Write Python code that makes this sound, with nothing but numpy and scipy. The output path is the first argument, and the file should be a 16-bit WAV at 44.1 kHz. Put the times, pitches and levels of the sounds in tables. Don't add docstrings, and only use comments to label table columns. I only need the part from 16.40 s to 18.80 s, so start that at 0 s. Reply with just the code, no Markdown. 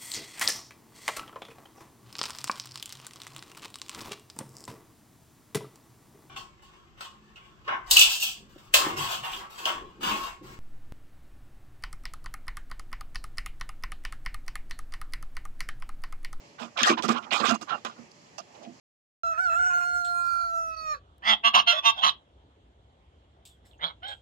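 import sys
import numpy as np
from scipy import signal
from scipy.io import wavfile
from scipy.ndimage import uniform_filter1d

SR = 44100
rng = np.random.default_rng(int(sys.argv[2]) if len(sys.argv) > 2 else 0)


def output_pcm(signal):
    pcm = np.clip(np.atleast_2d(signal).T, -1, 1) * 32767
    wavfile.write(sys.argv[1], SR, np.round(pcm).astype(np.int16))


def magnitude_from_level(level_db):
    exponent = np.asarray(level_db, float) / 20
    return 10 ** exponent


N = 105840
LAG = 18
LEFT_DIRECT = 0.6

# frequency [Hz], width [Hz], level [dB].
WALL = [(422, 210, -14.5), (588, 105, -7.5), (693, 39, -1), (824, 86, -5), (1025, 106, -2), (1200, 80, 2),
        (1374, 90, 1.5), (1447, 248, -3)]
# frequency [Hz], width [Hz], level [dB].
TIPS = [(1952, 56, -14), (2505, 145, -7), (2795, 43, 0), (3100, 1180, -4.5), (3830, 2060, -11),
        (5040, 900, -16.5), (6500, 340, -15), (7780, 2000, -20), (9800, 830, -32.5), (14000, 2500, -47)]


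def rms_one(x):
    return x / np.sqrt(np.mean(x ** 2) + 1e-20)


def at_hz(points, hz):
    table_hz, value = np.transpose(points)
    return np.interp(np.log(hz), np.log(table_hz), value)


def drift(rate):
    r = np.exp(-80 * np.pi * rate / SR)
    slow = signal.lfilter([1], [1, -2 * r, r * r], rng.standard_normal(N // 40 + 2002))
    slow = rms_one(slow[2000:])
    return np.interp(np.arange(N) / 40, np.arange(len(slow)), slow)


def resonate(x, hz, width_hz):
    r = np.exp(-np.pi * width_hz / SR)
    zeros = np.array([1, 0, -1]) * (1 - r * r) / 2
    poles = [1, -2 * r * np.cos(2 * np.pi * hz / SR), r * r]
    return signal.lfilter(zeros, poles, x + 1e-18)


def sides(pan_db):
    left = magnitude_from_level(pan_db)
    return 2 * np.array([left, np.ones_like(left)]) / np.sqrt(1 + left ** 2)


def place(out, start_s, pan_db, sound):
    for ch, gain in enumerate(sides(pan_db)):
        i = int(start_s * SR) + LAG * (1 - ch)
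        out[ch, i:i + len(sound)] += gain * sound


def slips():
    slips_per_s, spread_db = 5000, 2.6
    size = magnitude_from_level(spread_db * np.minimum(rng.exponential(1, (2, N)), 3.5))
    size = size * rng.choice([-1, 1], (2, N))
    happens = rng.random((2, N)) < slips_per_s / SR
    return rms_one(size * magnitude_from_level(1.8 * drift(70)) * happens)


def ports(pair, direct):
    d = np.clip(direct, 0, 1)
    left = d * np.roll(pair[0], LAG) + np.sqrt(1 - d * d) * pair[1]
    return np.array([left, pair[0]])


def strokes(rows, direct):
    flat, bend = 1.35, 1.6
    t, force = np.arange(N) / SR, np.zeros((2, N))
    for start_s, length_s, db, rise, pan_db in rows:
        u = (t - start_s) / length_s
        rise = np.clip(rise, .01, .99)
        ramps = np.minimum(u / rise, (1 - u) / (1 - rise))
        shape = np.clip(flat * ramps, 0, 1) ** bend
        force += shape * magnitude_from_level(db) * sides(pan_db)[:, None]
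    return ports(slips(), direct) * force


def body(x, modes, wander_db, rate):
    gains = [magnitude_from_level(db + wander_db * drift(rate)) for hz, width_hz, db in modes]
    power = sum(g * g * np.pi * width_hz / SR for g, (hz, width_hz, db) in zip(gains, modes))
    out = 0
    for k, (hz, width_hz, db) in enumerate(modes):
        out = out + (-1) ** k * resonate(x * gains[k] / np.sqrt(power), hz, width_hz)
    return out


def dull(x, hz):
    return signal.sosfilt(signal.butter(3, hz, fs=SR, output="sos"), x)


def leg_drags():
    # start [s], length [s], level [dB], share of rise [0-1], left-right difference [dB].
    drag_rows = [(.175,0.13,-36.5,0.21,-17),(.352,0.14,-28.5,0.23,-7.5),(.44,0.13,-21.5,0.34,-3),(.568,0.053,-32,0.17,-12.5),
                 (.63,0.063,-30,0,-17),(.684,0.073,-25.5,0,-11),(.73,0.084,-29.5,0.45,-19),(.8,0.39,-47,0.02,-12),
                 (.908,0.2,-31,0.02,-17.5),(.99,0.043,-33,0.64,-23),(1.027,0.067,-23.5,0.36,-19.5),(1.07,0.068,-27,0.58,-16),
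                 (1.125,0.049,-28,0.23,-12.5),(1.206,0.042,-41,0.19,-15),(1.265,0.047,-35,0.51,-17),(1.3,0.1,-31.5,0.11,-16.5),
                 (1.448,0.058,-33,0,-8.5),(1.493,0.051,-45.5,0,-8),(1.56,0.057,-54,0.12,-1),(1.98,0.038,-39,0,-12)]
    return dull(body(strokes(drag_rows, LEFT_DIRECT), WALL, wander_db=3.1, rate=19), hz=2340)


def claw_skates():
    # start [s], length [s], level [dB], share of rise [0-1], left-right difference [dB].
    skate_rows = [(.18,0.1,-40.5,0.27,-23),(.368,0.11,-31,0.08,-24),(.436,0.13,-23.5,0.23,-2),(.568,0.051,-35.5,0.33,-23),
                  (.622,0.071,-32.5,0,-24),(.678,0.039,-28,0.12,-27),(.7,0.079,-35.5,0,-13.5),(.74,0.056,-36,0.65,-21),
                  (.822,0.044,-44.5,0.18,-22),(.905,0.15,-24.5,0.03,-27),(.985,0.042,-35.5,0.5,-9),(1.03,0.13,-25,0.29,-27),
                  (1.135,0.052,-44.5,0,-11),(1.212,0.041,-46,0,-13),(1.275,0.15,-40,0.18,-11.5),(1.449,0.059,-40,0.05,-18),
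                  (1.48,0.085,-53.5,0.3,-3),(1.71,0.0075,-57,0.2,4),(1.98,0.06,-54.5,0.4,-7),(2.14,0.03,-56,0.5,-10),(2.22,0.049,-54.5,0.5,1)]
    hiss = body(strokes(skate_rows, direct=0.59), TIPS[:6], wander_db=4.0, rate=12.6)
    return dull(hiss, hz=4790)


def fine_grit():
    # start [s], length [s], level [dB], share of rise [0-1], left-right difference [dB].
    grit_rows = [(.185,0.12,-52,0.15,-13),(.375,0.037,-46,0,-23),(.436,0.11,-31,0.36,-11),
                 (.622,0.067,-39,0.22,-35),(.678,0.042,-38.5,0.08,-31),(.7,0.057,-41.5,0.3,-24),(.76,0.041,-54,0.5,-17),
                 (.908,0.12,-37,0.28,-38),(.99,0.083,-49,0.5,-25),(1.03,0.12,-34,0.39,-45),
                 (1.14,0.032,-40.5,.08,-14),(1.212,0.05,-45.5,0,-14),(1.449,0.087,-51.5,0.06,-6),
                 (1.71,0.015,-57,0.3,0),(1.98,.04,-45.5,0,-21),(2.22,0.038,-57.5,0.4,1)]
    return body(strokes(grit_rows, direct=0.37), TIPS[5:], wander_db=-3.0, rate=20)


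def finger_rubs():
    # start [s], length [s], level [dB], share of rise [0-1], left-right difference [dB].
    rub_rows = [
        (.495,0.04,-29,0.38,-7),
        (2.07,0.095,-63.5,0.05,-17),
        (2.135,0.18,-53,0.01,-15),
        (2.205,0.12,-48,0.29,-12),
    ]
    return body(strokes(rub_rows, LEFT_DIRECT), WALL[:4], wander_db=4.5, rate=10.7)


def shell_cracks():
    # start [s], length [s], level [dB], share of rise [0-1], left-right difference [dB].
    crack_rows = [
        (.386,0.098,-29,0.02,-13),
        (.432,0.026,-22,0,18),
    ]
    # frequency [Hz], width [Hz], level [dB].
    shell_modes = [(1696,53,1.5),(1905,83,-6),(2770,300,-5),(3620,350,-2.5),(5200,1140,-13.5)]
    return body(strokes(crack_rows, direct=0.19), shell_modes, wander_db=0.5, rate=7.1)


def dwells():
    # start [s], length [s], level [dB], pitch [Hz], left-right difference [dB].
    dwell_rows = [(0.363,.012,-39,1270,-17),(0.382,0.019,-33,2340,3),(0.434,0.016,-25.5,1730,24),(0.442,0.0027,-23.5,3220,22),
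                  (0.471,0.015,-26,1820,12),(0.491,0.022,-30.5,2350,-10),(0.5,0.0082,-31,466,-1),(0.566,0.033,-33.5,986,-25),
                  (0.757,0.026,-36.5,1130,-15),(0.905,0.053,-31.5,2440,-12),(0.914,0.016,-35,720,-20),(0.927,0.067,-35,1240,-24),
                  (1.03,0.011,-25.5,1203,-29),(1.051,0.015,-29.5,1200,-26),(1.092,0.025,-26,1344,-28),(1.101,0.015,-29,661,-17),
                  (1.207,0.019,-46,1225,-22),(1.3,0.015,-31,1352,-32),(1.318,0.012,-28.5,1347,-26),(1.323,0.027,-38,802,-19),
                  (1.982,0.011,-41.5,666,-10),(1.979,0.0085,-48.5,2700,-20)]
    sharpness, rise_share, release_s = 20, .45, 0.012
    out, t = np.zeros((2, N + SR)), np.arange(SR // 10) / SR
    for start_s, length_s, db, hz, pan_db in dwell_rows:
        ring = resonate(rng.standard_normal(len(t) + 900), hz, hz / sharpness)
        ring = resonate(ring, hz, 4 * hz / sharpness)[900:]
        ring /= np.sqrt(uniform_filter1d(ring ** 2, size=500))
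        swell = np.sin(np.pi / 2 * np.minimum(t / length_s / rise_share, 1)) ** 2
        fade = np.exp(-np.maximum(t - length_s, 0) / release_s)
        place(out, start_s, pan_db, magnitude_from_level(db) * ring * swell * fade)
    return out[:, :N]


def shoves():
    # start [s], length [s], level [dB], left-right difference [dB], upper modes [dB].
    shove_rows = [(0.21,0.05,-43.5,-18,-6),(0.414,0.019,-36,-7.5,3),(0.494,0.036,-26,-3.5,6),(0.587,0.015,-38,-18,7),
                  (0.639,0.016,-29.5,-20,-0.5),(0.685,0.03,-24.5,-9.5,-9),(0.739,0.036,-40,-16,7.5),(0.809,0.11,-56.5,-13,-6),
                  (0.92,0.045,-44,-18,3),(1,0.026,-33.5,-19,1),(1.033,0.0049,-36,-20,10),(1.08,0.01,-28.5,-17,-8),(1.11,0.036,-28,-13.5,-7.5),
                  (1.211,0.02,-45.5,-12,7),(1.304,0.059,-50.5,-16,-0.5),(1.448,0.034,-47.5,-14,-8),(1.584,0.042,-49,-22,-3.5),
                  (1.997,0.0069,-55,-30,5),(2.195,0.091,-57,-9,14),(2.269,0.043,-47,-12,-12)]
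    # frequency [Hz], width [Hz], level [dB].
    air_modes = [(160.3, 35, -15), (188, 200, -12.5), (233.4, 16.2, 0.5), (269, 19, -10), (319.7, 113, -1),
                 (358.8, 36.6, -6)]
    attack_s, release_s = 0.0078, 0.019
    rumble_cut = signal.butter(2, 140, "high", fs=SR)
    out, t = np.zeros((2, N + SR)), np.arange(SR // 5) / SR
    for start_s, length_s, db, pan_db, upper_db in shove_rows:
        push = rng.standard_normal(len(t)) * (0.75 + 1.0 * np.exp(-t / attack_s))
        boom = 0
        for k, (hz, width_hz, mode_db) in enumerate(air_modes):
            gain = magnitude_from_level(mode_db + upper_db * (k > 2) + rng.normal(0, 1.94))
            boom = boom + (-1) ** k * gain * resonate(push, hz, width_hz) / np.sqrt(width_hz)
        boom = rms_one(signal.lfilter(*rumble_cut, boom))
        boom *= np.exp(-np.maximum(t - length_s, 0) / release_s)
        boom /= np.sqrt(np.sum(boom ** 2) / SR / length_s)
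        place(out, start_s, pan_db, magnitude_from_level(db) * boom)
    return out[:, :N]


def ticks():
    # start [s], peak [dB], share of low knock [0-1], left-right difference [dB].
    tick_rows = [
        (.4315,-8,.05,-1.5),
        (.624,-23,.2,-22),
        (.691,-14,.45,-20.5),
        (1.11,-20.5,.3,-22),
        (1.449,-20,.65,-15),
        (1.983,-29,.5,-18),
    ]
    out, t = np.zeros((2, N + SR)), np.arange(SR // 10) / SR
    for start_s, db, knock, pan_db in tick_rows:
        decay = np.exp(-t / .0008) + .4 * np.exp(-t / .004)
        burst = rng.standard_normal(len(t)) * decay * np.minimum(t / .0003, 1)
        crack = resonate(burst, 2900, 1200) + .7 * resonate(burst, 5300, 1500)
        low = resonate(burst, 1050, 200) + resonate(burst, 680, 120)
        k = np.clip(knock, 0, 1)
        hit = (1 - k) * crack / np.abs(crack).max() + k * low / np.abs(low).max()
        place(out, start_s, pan_db, magnitude_from_level(db + 6) / 2 * hit)
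    return out[:, :N]


def yard():
    # frequency [Hz], density [dB per Hz].
    yard_spectrum = [(40, -23.5), (125, -7.5), (659, -12.5), (1400, -13.5), (2400, -17.5), (3700, -19),
                     (7130, -22), (15000, -44)]
    # frequency [Hz], left-right likeness [-1 to 1].
    likeness = [(60, 1), (130, 0.81), (290, 0.77), (700, 0.23), (1400, -0.49), (3000, 0.15)]
    yard_db, hum_hz, hum_db = -57.5, 577.7, -67
    out, together = 0, drift(3)
    edges = 30 * 2 ** np.arange(0, 9.1, .5)
    white = rng.standard_normal((2, 2, N))
    for k, (low, high) in enumerate(zip(edges, edges[1:])):
        band = signal.butter(2, [low, high], "band", fs=SR, output="sos")
        mid, side = signal.sosfilt(band, white[k % 2])
        hz = np.sqrt(low * high)
        alike = np.clip(at_hz(likeness, hz), -.95, .95)
        gain = magnitude_from_level(at_hz(yard_spectrum, hz) + .7 * together + 1.2 * drift(10))
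        out = out + gain * (np.sqrt(1 + alike) * mid + np.sqrt(1 - alike) * side * [[1], [-1]])
    out = out - .6 * resonate(out, 1400, 500) - .6 * resonate(out, 3700, 700)
    hum = rms_one(resonate(resonate(white[0], hum_hz, 16), hum_hz, 16))
    return magnitude_from_level(yard_db + 2.0) * rms_one(out) * magnitude_from_level([[-.8], [.8]]) + magnitude_from_level(hum_db) * hum


def scene():
    scraping = leg_drags() + claw_skates() + fine_grit() + finger_rubs() + shell_cracks()
    return scraping + dwells() + shoves() + ticks() + yard()


def roll_off(x):
    return signal.sosfilt(signal.butter(12, 15950, fs=SR, output="sos"), x)


def record(dry):
    shade = signal.lfilter(*signal.butter(1, 5000, fs=SR), dry[0])
    bass_cut = signal.butter(2, 75, "high", fs=SR, output="sos")
    x = signal.sosfilt(bass_cut, np.array([shade, dry[1]]))
    low = signal.sosfilt(signal.butter(8, 7800, fs=SR, output="sos"), x)
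    high = signal.sosfilt(signal.butter(2, [8300, 13200], "band", fs=SR, output="sos"), x)
    top = signal.cheby2(12, 50, 16300, fs=SR, output="sos")
    return roll_off(signal.sosfilt(top, low + magnitude_from_level(-8.5) * high))


dry = scene()
out = record(dry)
output_pcm(out)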